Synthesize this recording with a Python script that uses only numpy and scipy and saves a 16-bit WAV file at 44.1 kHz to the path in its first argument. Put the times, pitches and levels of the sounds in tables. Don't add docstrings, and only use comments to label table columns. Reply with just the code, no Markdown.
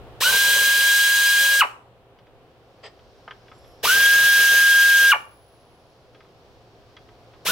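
import sys
import numpy as np
from scipy import signal
from scipy.fft import rfft, irfft, next_fast_len
from scipy.io import wavfile
from scipy.ndimage import uniform_filter1d

SR = 44100
rng = np.random.default_rng(int(sys.argv[2]) if len(sys.argv) > 2 else 0)


def persist_wave(psi):
    counts = np.round(np.clip(psi, -1, 1) * 32767).astype(np.int16)
    wavfile.write(sys.argv[1], SR, np.atleast_2d(counts).T)


N = 331191
T = np.arange(N) / SR
PADDED = next_fast_len(N + 4096, True)
F = np.fft.rfftfreq(PADDED, 1 / SR)

# open t/s, shut t/s, spin-up/s, free vane rate/Hz, drift/(Hz/s), thread drag/0-1,
# drag fade/s, whine level/dB, overtone trim/dB, hiss level/dB, rattle level/dB
PULLS = [(0.203, 1.604, .0135, 1621, 7, .2, 0.059, -17.5, 0, -21, -43.5),
         (3.828, 5.114, .016, 1628, -13.5, .47, .04, -13.5, -5, -21.5, -41),
         (7.449, 7.6, .016, 1617, -3.5, .16, .05, -22, -2, -24, -39.5)]
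# t/s, half length/s, level/dB
WHINE_WAVERS = [(0.278, .028, 3), (.317, 0.0067, -15)]
# f/Hz, width/Hz, level/dB
BAY_HOLLOWS = [
    [(444, 12, 9), (570, 38, 10.5), (952, 150, 10), (2080, 61, 9.5), (2440, 110, 5), (2700, 150, -5),
     (3952, 150, 7.5), (8200, 500, 3)],
    [(417, 71.3, 3.5), (457, 26, 5.5), (575, 41, 4.5), (701, 34, 6.5), (1013, 32, 9), (1269, 52, 8),
     (1407, 75, -15.5), (2520, 150, 2), (10200, 1200, 2)],
]
def ratchet(open_s=.025, vent_s=.009, stall_s=.004, coast_s=.057, bleed_s=.038, bleed_db=-17.5,
            sag_db_per_s=2.2, load_db=6, loosen_db_per_s=9):
    pull = np.maximum(np.searchsorted([row[0] for row in PULLS], T) - 1, 0)
    (start, stop, spin_up, free_hz, drift, drag, drag_s,
     whine_db, overtone_db, hiss_db, rattle_db) = np.array(PULLS)[pull].T
    running, held = np.maximum(T - start, 0), stop - start
    driven_speed = (1 - np.exp(-running / spin_up)) * (1 - drag * np.exp(-running / drag_s))
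    speed = driven_speed * np.clip(1 - (T - stop) / coast_s, 0, 1)
    labour = np.clip(5 * (1 - speed), 0, 1)
    tone, yelp = vane_motor((free_hz + drift * running) * speed, labour, overtone_db, T - stop)
    waver_db = sum(db * bump(centre, length) for centre, length, db in WHINE_WAVERS)
    tone = tone * envelope(running, open_s, held, stall_s) * undb(whine_db + waver_db)
    flow = envelope(running, open_s, held, vent_s)
    bleed = undb(bleed_db) * envelope(running, open_s, held, bleed_s)
    hiss_gain = np.maximum(flow, bleed) * undb(hiss_db - sag_db_per_s * running)
    shake_db = rattle_db + load_db * (1 - driven_speed) - loosen_db_per_s * running
    shaking = rattle() * flow * undb(shake_db)
    hiss_and_rattle = 0
    for position, bay in enumerate(BAY_HOLLOWS):
        hiss = scatter(exhaust(position)) * hiss_gain
        here = np.minimum(pull, 1) == position
        hiss_and_rattle += resonate((hiss + shaking) * here, bay)
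    return tone, hiss_and_rattle, yelp


# f/Hz, level/dB
HOUSING_EQ = [(300, -28.5), (520, -9), (760, -18), (1020, -14), (1300, -10.5), (1470, -3), (1750, 1),
              (2400, -4), (2950, 2), (3180, -0.5)]
WHINE_OVERTONES = [-15, -22.5, -21, -25]
# level/dB, hold/s, decay/s
YELP_PARTIALS = [(-15, .018, .0055), (-13.5, .006, 0.015), (-41, .02, .012)]
def vane_motor(hz, labour, overtone_db, since_shut, jitter=.0017, stumble=.06,
               sputter_db=3.5, strain_db=3.5, yelp_lag_s=.0027, yelp_attack_s=.003):
    wobble = stumble * labour * walk(700) + jitter * walk(150)
    phase = 2 * np.pi * np.cumsum(hz * (1 + wobble)) / SR
    housing_hz, housing_db = np.transpose(HOUSING_EQ)
    flutter_db = .48 * walk(70) + .5 * walk(7) + sputter_db * labour * walk(250)
    whine = np.sin(phase) * undb(np.interp(hz, housing_hz, housing_db) + flutter_db)
    for k, db in enumerate(WHINE_OVERTONES, 2):
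        level_db = db + overtone_db + np.interp(k * hz, housing_hz, housing_db)
        rough_db = 3 * (walk(25) + walk(90)) + labour * (strain_db + sputter_db * walk(250))
        whine += np.sin(k * phase) * undb(level_db + rough_db)
    yelp = 0
    for k, (db, hold, decay) in enumerate(YELP_PARTIALS, 1):
        shape = envelope(since_shut - yelp_lag_s, yelp_attack_s, hold, decay)
        yelp += np.sin(k * phase) * shape * undb(db + sputter_db / 2 * walk(300))
    fade_to_rest = np.clip(hz / housing_hz[0], 0, 1) ** 2
    return np.sqrt(2) * whine, np.sqrt(2) * yelp * fade_to_rest


# f/Hz, first bolt level/dB, later bolts level/dB
HISS_EQ = [(98.9, -15.5, -12.5), (360, -16.5, -19.5), (425.8, -20, -19.5), (834, -16, -7.5),
           (1010, -7, -7.5), (1380, -5, -3), (1530, 2.5, 8.5), (2040, -2.5, 2.5), (3000, 11.5, 10),
           (3940, 4, 7), (4600, 3.5, 2), (5850, 3.5, 4), (6850, 1, -1), (15180, 0.5, 0.5)]
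# f/Hz, first bolt level/dB, later bolts level/dB
HISS_WIDTH = [(100, -11.5, -15), (400, -22.5, -21.5), (1300, -18, -17.5), (2300, -7.5, -5),
              (3100, -5.5, -8), (4200, -4, -4.5), (4800, -9, -0.5), (6200, -5, -2), (7200, -10.5, -11),
              (9800, -9, -9.5), (11000, 0.5, -5.5), (11600, -5, -3), (12400, 3.5, -7), (13300, -13, -5.5),
              (14700, 5.5, 0.5), (15700, 1, 3)]
def exhaust(position, flicker_db=.64, direct_share=.12):
    colour = np.array(HISS_EQ)[:, [0, position + 1]]
    width = np.array(HISS_WIDTH)[:, [0, position + 1]]
    mid, side_gain = noise(colour), undb(on_log(width, F))
    direct = np.sqrt(direct_share) * filtered(mid, -1j * side_gain)
    diffuse = np.sqrt(1 - direct_share) * filtered(noise(colour), side_gain)
    side = direct + diffuse
    return (mid + np.array([side, -side])) * undb(flicker_db * walk(25))


# f/Hz, level/dB
RATTLE_EQ = [(80, -9.5), (200, -5), (310, -13.5), (410, -3.5), (600, -4), (800, -8.5), (1200, -6),
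             (2500, -24)]
# f/Hz, level/dB
TOOL_WIDTH = [(50, -4), (130, -14), (400, -25), (1300, -24.5), (2400, -10), (4400, -2), (8000, -8),
              (15000, -0.5)]
def rattle(lumpy_db=4.5, chatter_db=2):
    return wide_noise(RATTLE_EQ, TOOL_WIDTH) * undb(lumpy_db * walk(16) + chatter_db * walk(120))


# t/s, level/dB, tilt/(dB/octave)
KNOCKS = [(2.188, -50.5, 5), (2.269, -53, 1.5), (2.992, -51.5, 5), (3.278, -32, -6.5), (3.309, -32, -1.5),
          (3.482, -45.5, 3), (3.516, -40.5, -6), (3.645, -53, 4.5), (6.147, -48.5, 1.5), (6.206, -45.5, -2),
          (6.246, -53, -3), (6.967, -41.5, 3), (7.089, -48.5, -2.5), (7.336, -51.5, 0)]
# f/Hz, level/dB, t60/s
RING_MODES = [(434, -9, .06), (990, -7, 0.065), (1263, 0, 0.096), (1580, 2, 0.068), (1780, -5.5, 0.076),
              (2070, -3.5, 0.064), (3000, 3.5, 0.02), (3350, -3.5, 0.069), (4830, -9.5, 0.049),
              (5780, -16, 0.036)]
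# f/Hz, level/dB
CRACK_EQ = [(200, -11), (900, 11.5), (1400, 13), (3200, 9), (6300, -17), (8000, -38), (15000, -55)]
def clicks(crack_t60=.075, crack_db=-2, spread_db=2, detune=.014, boost_db=2, size=8192):
    out, lead = np.zeros((2, N + size)), size // 16
    t, f = np.maximum(T[:size] - lead / SR, 0), np.fft.rfftfreq(size, 1 / SR)
    hz, db, t60 = np.transpose(RING_MODES)[:, :, None]
    octaves = np.log2(np.clip(f, 800, 6000) / 2000)
    grease_db = on_log([(6500, 1), (10000, -16.5)], f)
    for start, level_db, tilt_db in KNOCKS:
        level_draw, pitch_draw = rng.standard_normal((2, len(hz), 1))
        gains = rng.choice([-1, 1], hz.shape) * undb(db + spread_db * level_draw)
        ring = gains * np.sin(2 * np.pi * hz * (1 + detune * pitch_draw) * t) * undb(-60 * t / t60)
        crack = 2 * undb(crack_db - 60 * t / crack_t60) * noise(CRACK_EQ, size) * (t > 0)
        hit = irfft(rfft(ring.sum(0) + crack) * undb(tilt_db * octaves + grease_db), size)
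        i = int(start * SR) - lead
        out[:, i:i + size] += hit / np.abs(hit).max() * undb(level_db + boost_db)
    return out[:, :N]


# f/Hz, level/dB
SCRAPE_EQ = [(180, -40), (300, -25), (448, 1.5), (1340, -6.5), (1520, -17), (1820, -6.5), (4330, -17),
             (4920, -19.5), (8100, -39), (9070, -68), (14000, -52)]
# f/Hz, width/Hz, level/dB
SOCKET_RING = [(1840, 110.12, 7), (3180, 150, 9), (4130, 130, -4), (4920, 130, 15.5), (8050, 450, 17)]
def scrape(start_s=2.827, level_db=-44, grain_db=.5):
    slide = envelope(T - start_s, attack=.017, hold=.041, decay=.015)
    friction = wide_noise(SCRAPE_EQ, TOOL_WIDTH) * undb(level_db + grain_db * walk(500))
    return resonate(friction * slide, SOCKET_RING)


# f/Hz, level/dB
SEEP_EQ = [(800, -19.5), (2200, -16.5), (3200, -0.5), (4500, 2.5), (5600, -0.5), (6800, -9.5),
           (8500, -17.5), (15500, -24.5)]
# start t/s, peak t/s, faded t/s, f/Hz, width/Hz, level/dB
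LEAK_WHISTLES = [(2.7, 3.696, 4.6, 5360, 792, -70), (3.45, 3.58, 4.1, 10600, 60, -76.5),
                 (3.5, 3.56, 3.89, 7580, 69.7, -76), (3.56, 3.67, 3.8, 11500, 70, -74),
                 (5.1, 5.2, 5.9, 10940, 299.9, -62.5), (5.101, 5.2, 5.8, 15500, 300.1, -71.5)]
def leak(start_s=2.0987, rise_s=1, level_db=-71.5, fade_db=20):
    fade_in = np.clip((T - start_s) / rise_s, 0, 1)
    out = wide_noise(SEEP_EQ, TOOL_WIDTH) * fade_in * undb(level_db + .7 * walk(14))
    for start, peak, end, hz, width, db in LEAK_WHISTLES:
        whistle = filtered(rng.standard_normal(N), 1 / (1 + (2 * (F - hz) / width) ** 2))
        swell_db = np.interp(T, [start, peak, end], [-fade_db, 0, -fade_db], left=-100)
        tail_db = -fade_db * np.maximum(T - end, 0) / (end - peak)
        out += whistle / whistle.std() * undb(db + swell_db + tail_db)
    return out


def scatter(x, wet_db=-9, fade_s=.016, size=1024):
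    spray = rng.standard_normal((2, size)) * np.exp(-T[:size] / fade_s)
    spray = signal.sosfilt(signal.butter(2, 3000, "high", fs=SR, output="sos"), spray)
    return x + undb(wet_db) * convolve(x, spray)


# left delay/s, right delay/s, level/dB
REFLECTIONS = [(.0068, .0070, -12), (0.014, 0.014, -11.5), (.027, .0273, -11), (.042, 0.034, -27.5)]
def echoes(x):
    return sum(undb(db) * np.array([np.interp(T - lag, T, x, left=0) for lag in lags])
               for *lags, db in REFLECTIONS)


# f/Hz, t60/s
REVERB_DECAY = [(150, 0.84), (1200, 0.38), (3000, 0.31), (8000, 0.38), (15000, 0.2)]
def reverb(x, wet_db=-16, onset_s=.004, size=32768):
    t, f = T[:size], np.fft.rfftfreq(size, 1 / SR)
    spectrum, tail = rfft(rng.standard_normal((2, size))), 0
    for centre, t60 in REVERB_DECAY:
        band = on_log([(hz, hz == centre) for hz, _ in REVERB_DECAY], f)
        tail += irfft(spectrum * band, size) * undb(-60 * t / t60)
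    tail *= np.clip(t / onset_s - .5, 0, 1)
    return undb(wet_db) * convolve(x.mean(0)[None], tail)


# f/Hz, level/dB
ROOM_EQ = [(15, -57.5), (25, -22.5), (110, -2.5), (209, -9.5), (399, -5.5), (537, -2), (582, -8),
           (703, -4.5), (871, -12), (1050, -13), (2010, -24), (3090, -24), (6550, -42.5), (15500, -44)]
# f/Hz, level/dB
HUM_LINES = [(118.6, -65.5), (398.4, -68)]
# t/s, half length/s, level/dB
RUMBLE_SWELLS = [(.1, 0.14, -68.5), (0.59, .5, -65), (4.15, 0.36, -60)]
def room_tone(air_db=-56, rumble_db=-67.5):
    air = wide_noise(ROOM_EQ, width=[(40, -2), (130, -16), (500, -16.5), (2000, -.5), (8000, 1.5)])
    hum = 0
    for hz, db in HUM_LINES:
        gain = np.sqrt(2) * undb(db + 2 * walk(3.4))
        hum += gain * np.sin(2 * np.pi * np.cumsum(hz + walk(2.1)) / SR)
    rumble = wide_noise(colour=[(10, -6), (30, -2), (65, 7), (120, -9), (400, -47), (2000, -83.5)],
                        width=[(30, .87), (120, -2)])
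    swell = undb(rumble_db) + sum(undb(db) * bump(centre, length) for centre, length, db in RUMBLE_SWELLS)
    return air * undb(air_db - .42 * walk(6.6)) + hum + rumble * swell * undb(2 * walk(15))


def undb(db):
    return 10 ** (np.asarray(db) / 20)


def on_log(points, hz):
    f, value = np.transpose(points)
    return np.interp(np.log(np.maximum(hz, 1)), np.log(f), value)


def noise(colour, size=N):
    n = next_fast_len(size, True)
    eq = undb(on_log(colour, np.fft.rfftfreq(n, 1 / SR)))
    x = irfft(rfft(rng.standard_normal(n)) * eq, n)[:size]
    return x / x.std()


def wide_noise(colour, width):
    side = filtered(noise(colour), undb(on_log(width, F)))
    return noise(colour) + np.array([side, -side])


def walk(rate):
    step = int(SR / rate)
    x = uniform_filter1d(np.repeat(rng.standard_normal(N // step + 1), step), step)[:N]
    return x / x.std()


def envelope(t, attack, hold, decay):
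    return np.clip(t / attack, 0, 1) * np.exp(-np.maximum(t - hold, 0) / decay)


def bump(centre, half_length):
    return np.exp(-((T - centre) / half_length) ** 2)


def filtered(x, response):
    return irfft(rfft(x, PADDED) * response, PADDED)[..., :N]


def resonate(x, resonances):
    s = 1j * np.maximum(F, 1)
    bells = [1 + (undb(db) - 1) * s * width / (s * s + s * width + hz * hz) for hz, width, db in resonances]
    return filtered(x, np.prod(bells, axis=0))


def convolve(x, impulse):
    impulse = impulse / np.sqrt((impulse ** 2).sum(1, keepdims=True))
    return signal.fftconvolve(x, impulse, axes=1)[:, :N]


def gain_control(x, quiet_gain_db=10, threshold_db=-40.5, ratio=2.092, recovery_db_per_s=1.25):
    treble_power = uniform_filter1d((np.gradient(x, axis=1) ** 2).mean(0), 768)
    over_db = np.maximum(10 * np.log10(np.maximum(treble_power, 1e-12)) - threshold_db, 0)
    recovery_db = recovery_db_per_s * T
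    duck_db = np.maximum.accumulate(over_db * (1 - 1 / ratio) + recovery_db) - recovery_db
    return x * undb(quiet_gain_db - duck_db)


def scene(whine_send_db=-12, yelp_send_db=3, left_lag_s=.00003):
    whine, hiss_and_rattle, yelp = ratchet()
    near = hiss_and_rattle + clicks() + scrape() + leak()
    motor_right = whine + yelp
    motor_left = filtered(motor_right, np.exp(-2j * np.pi * F * left_lag_s))
    send = near + undb(whine_send_db) * whine + undb(yelp_send_db) * yelp
    return np.array([motor_left, motor_right]) + echoes(yelp) + near + reverb(send) + room_tone()


def record(dry, top_hz=15900):
    return signal.sosfilt(signal.ellip(14, .2, 80, top_hz, fs=SR, output="sos"), gain_control(dry))


dry = scene()
out = record(dry)
persist_wave(out)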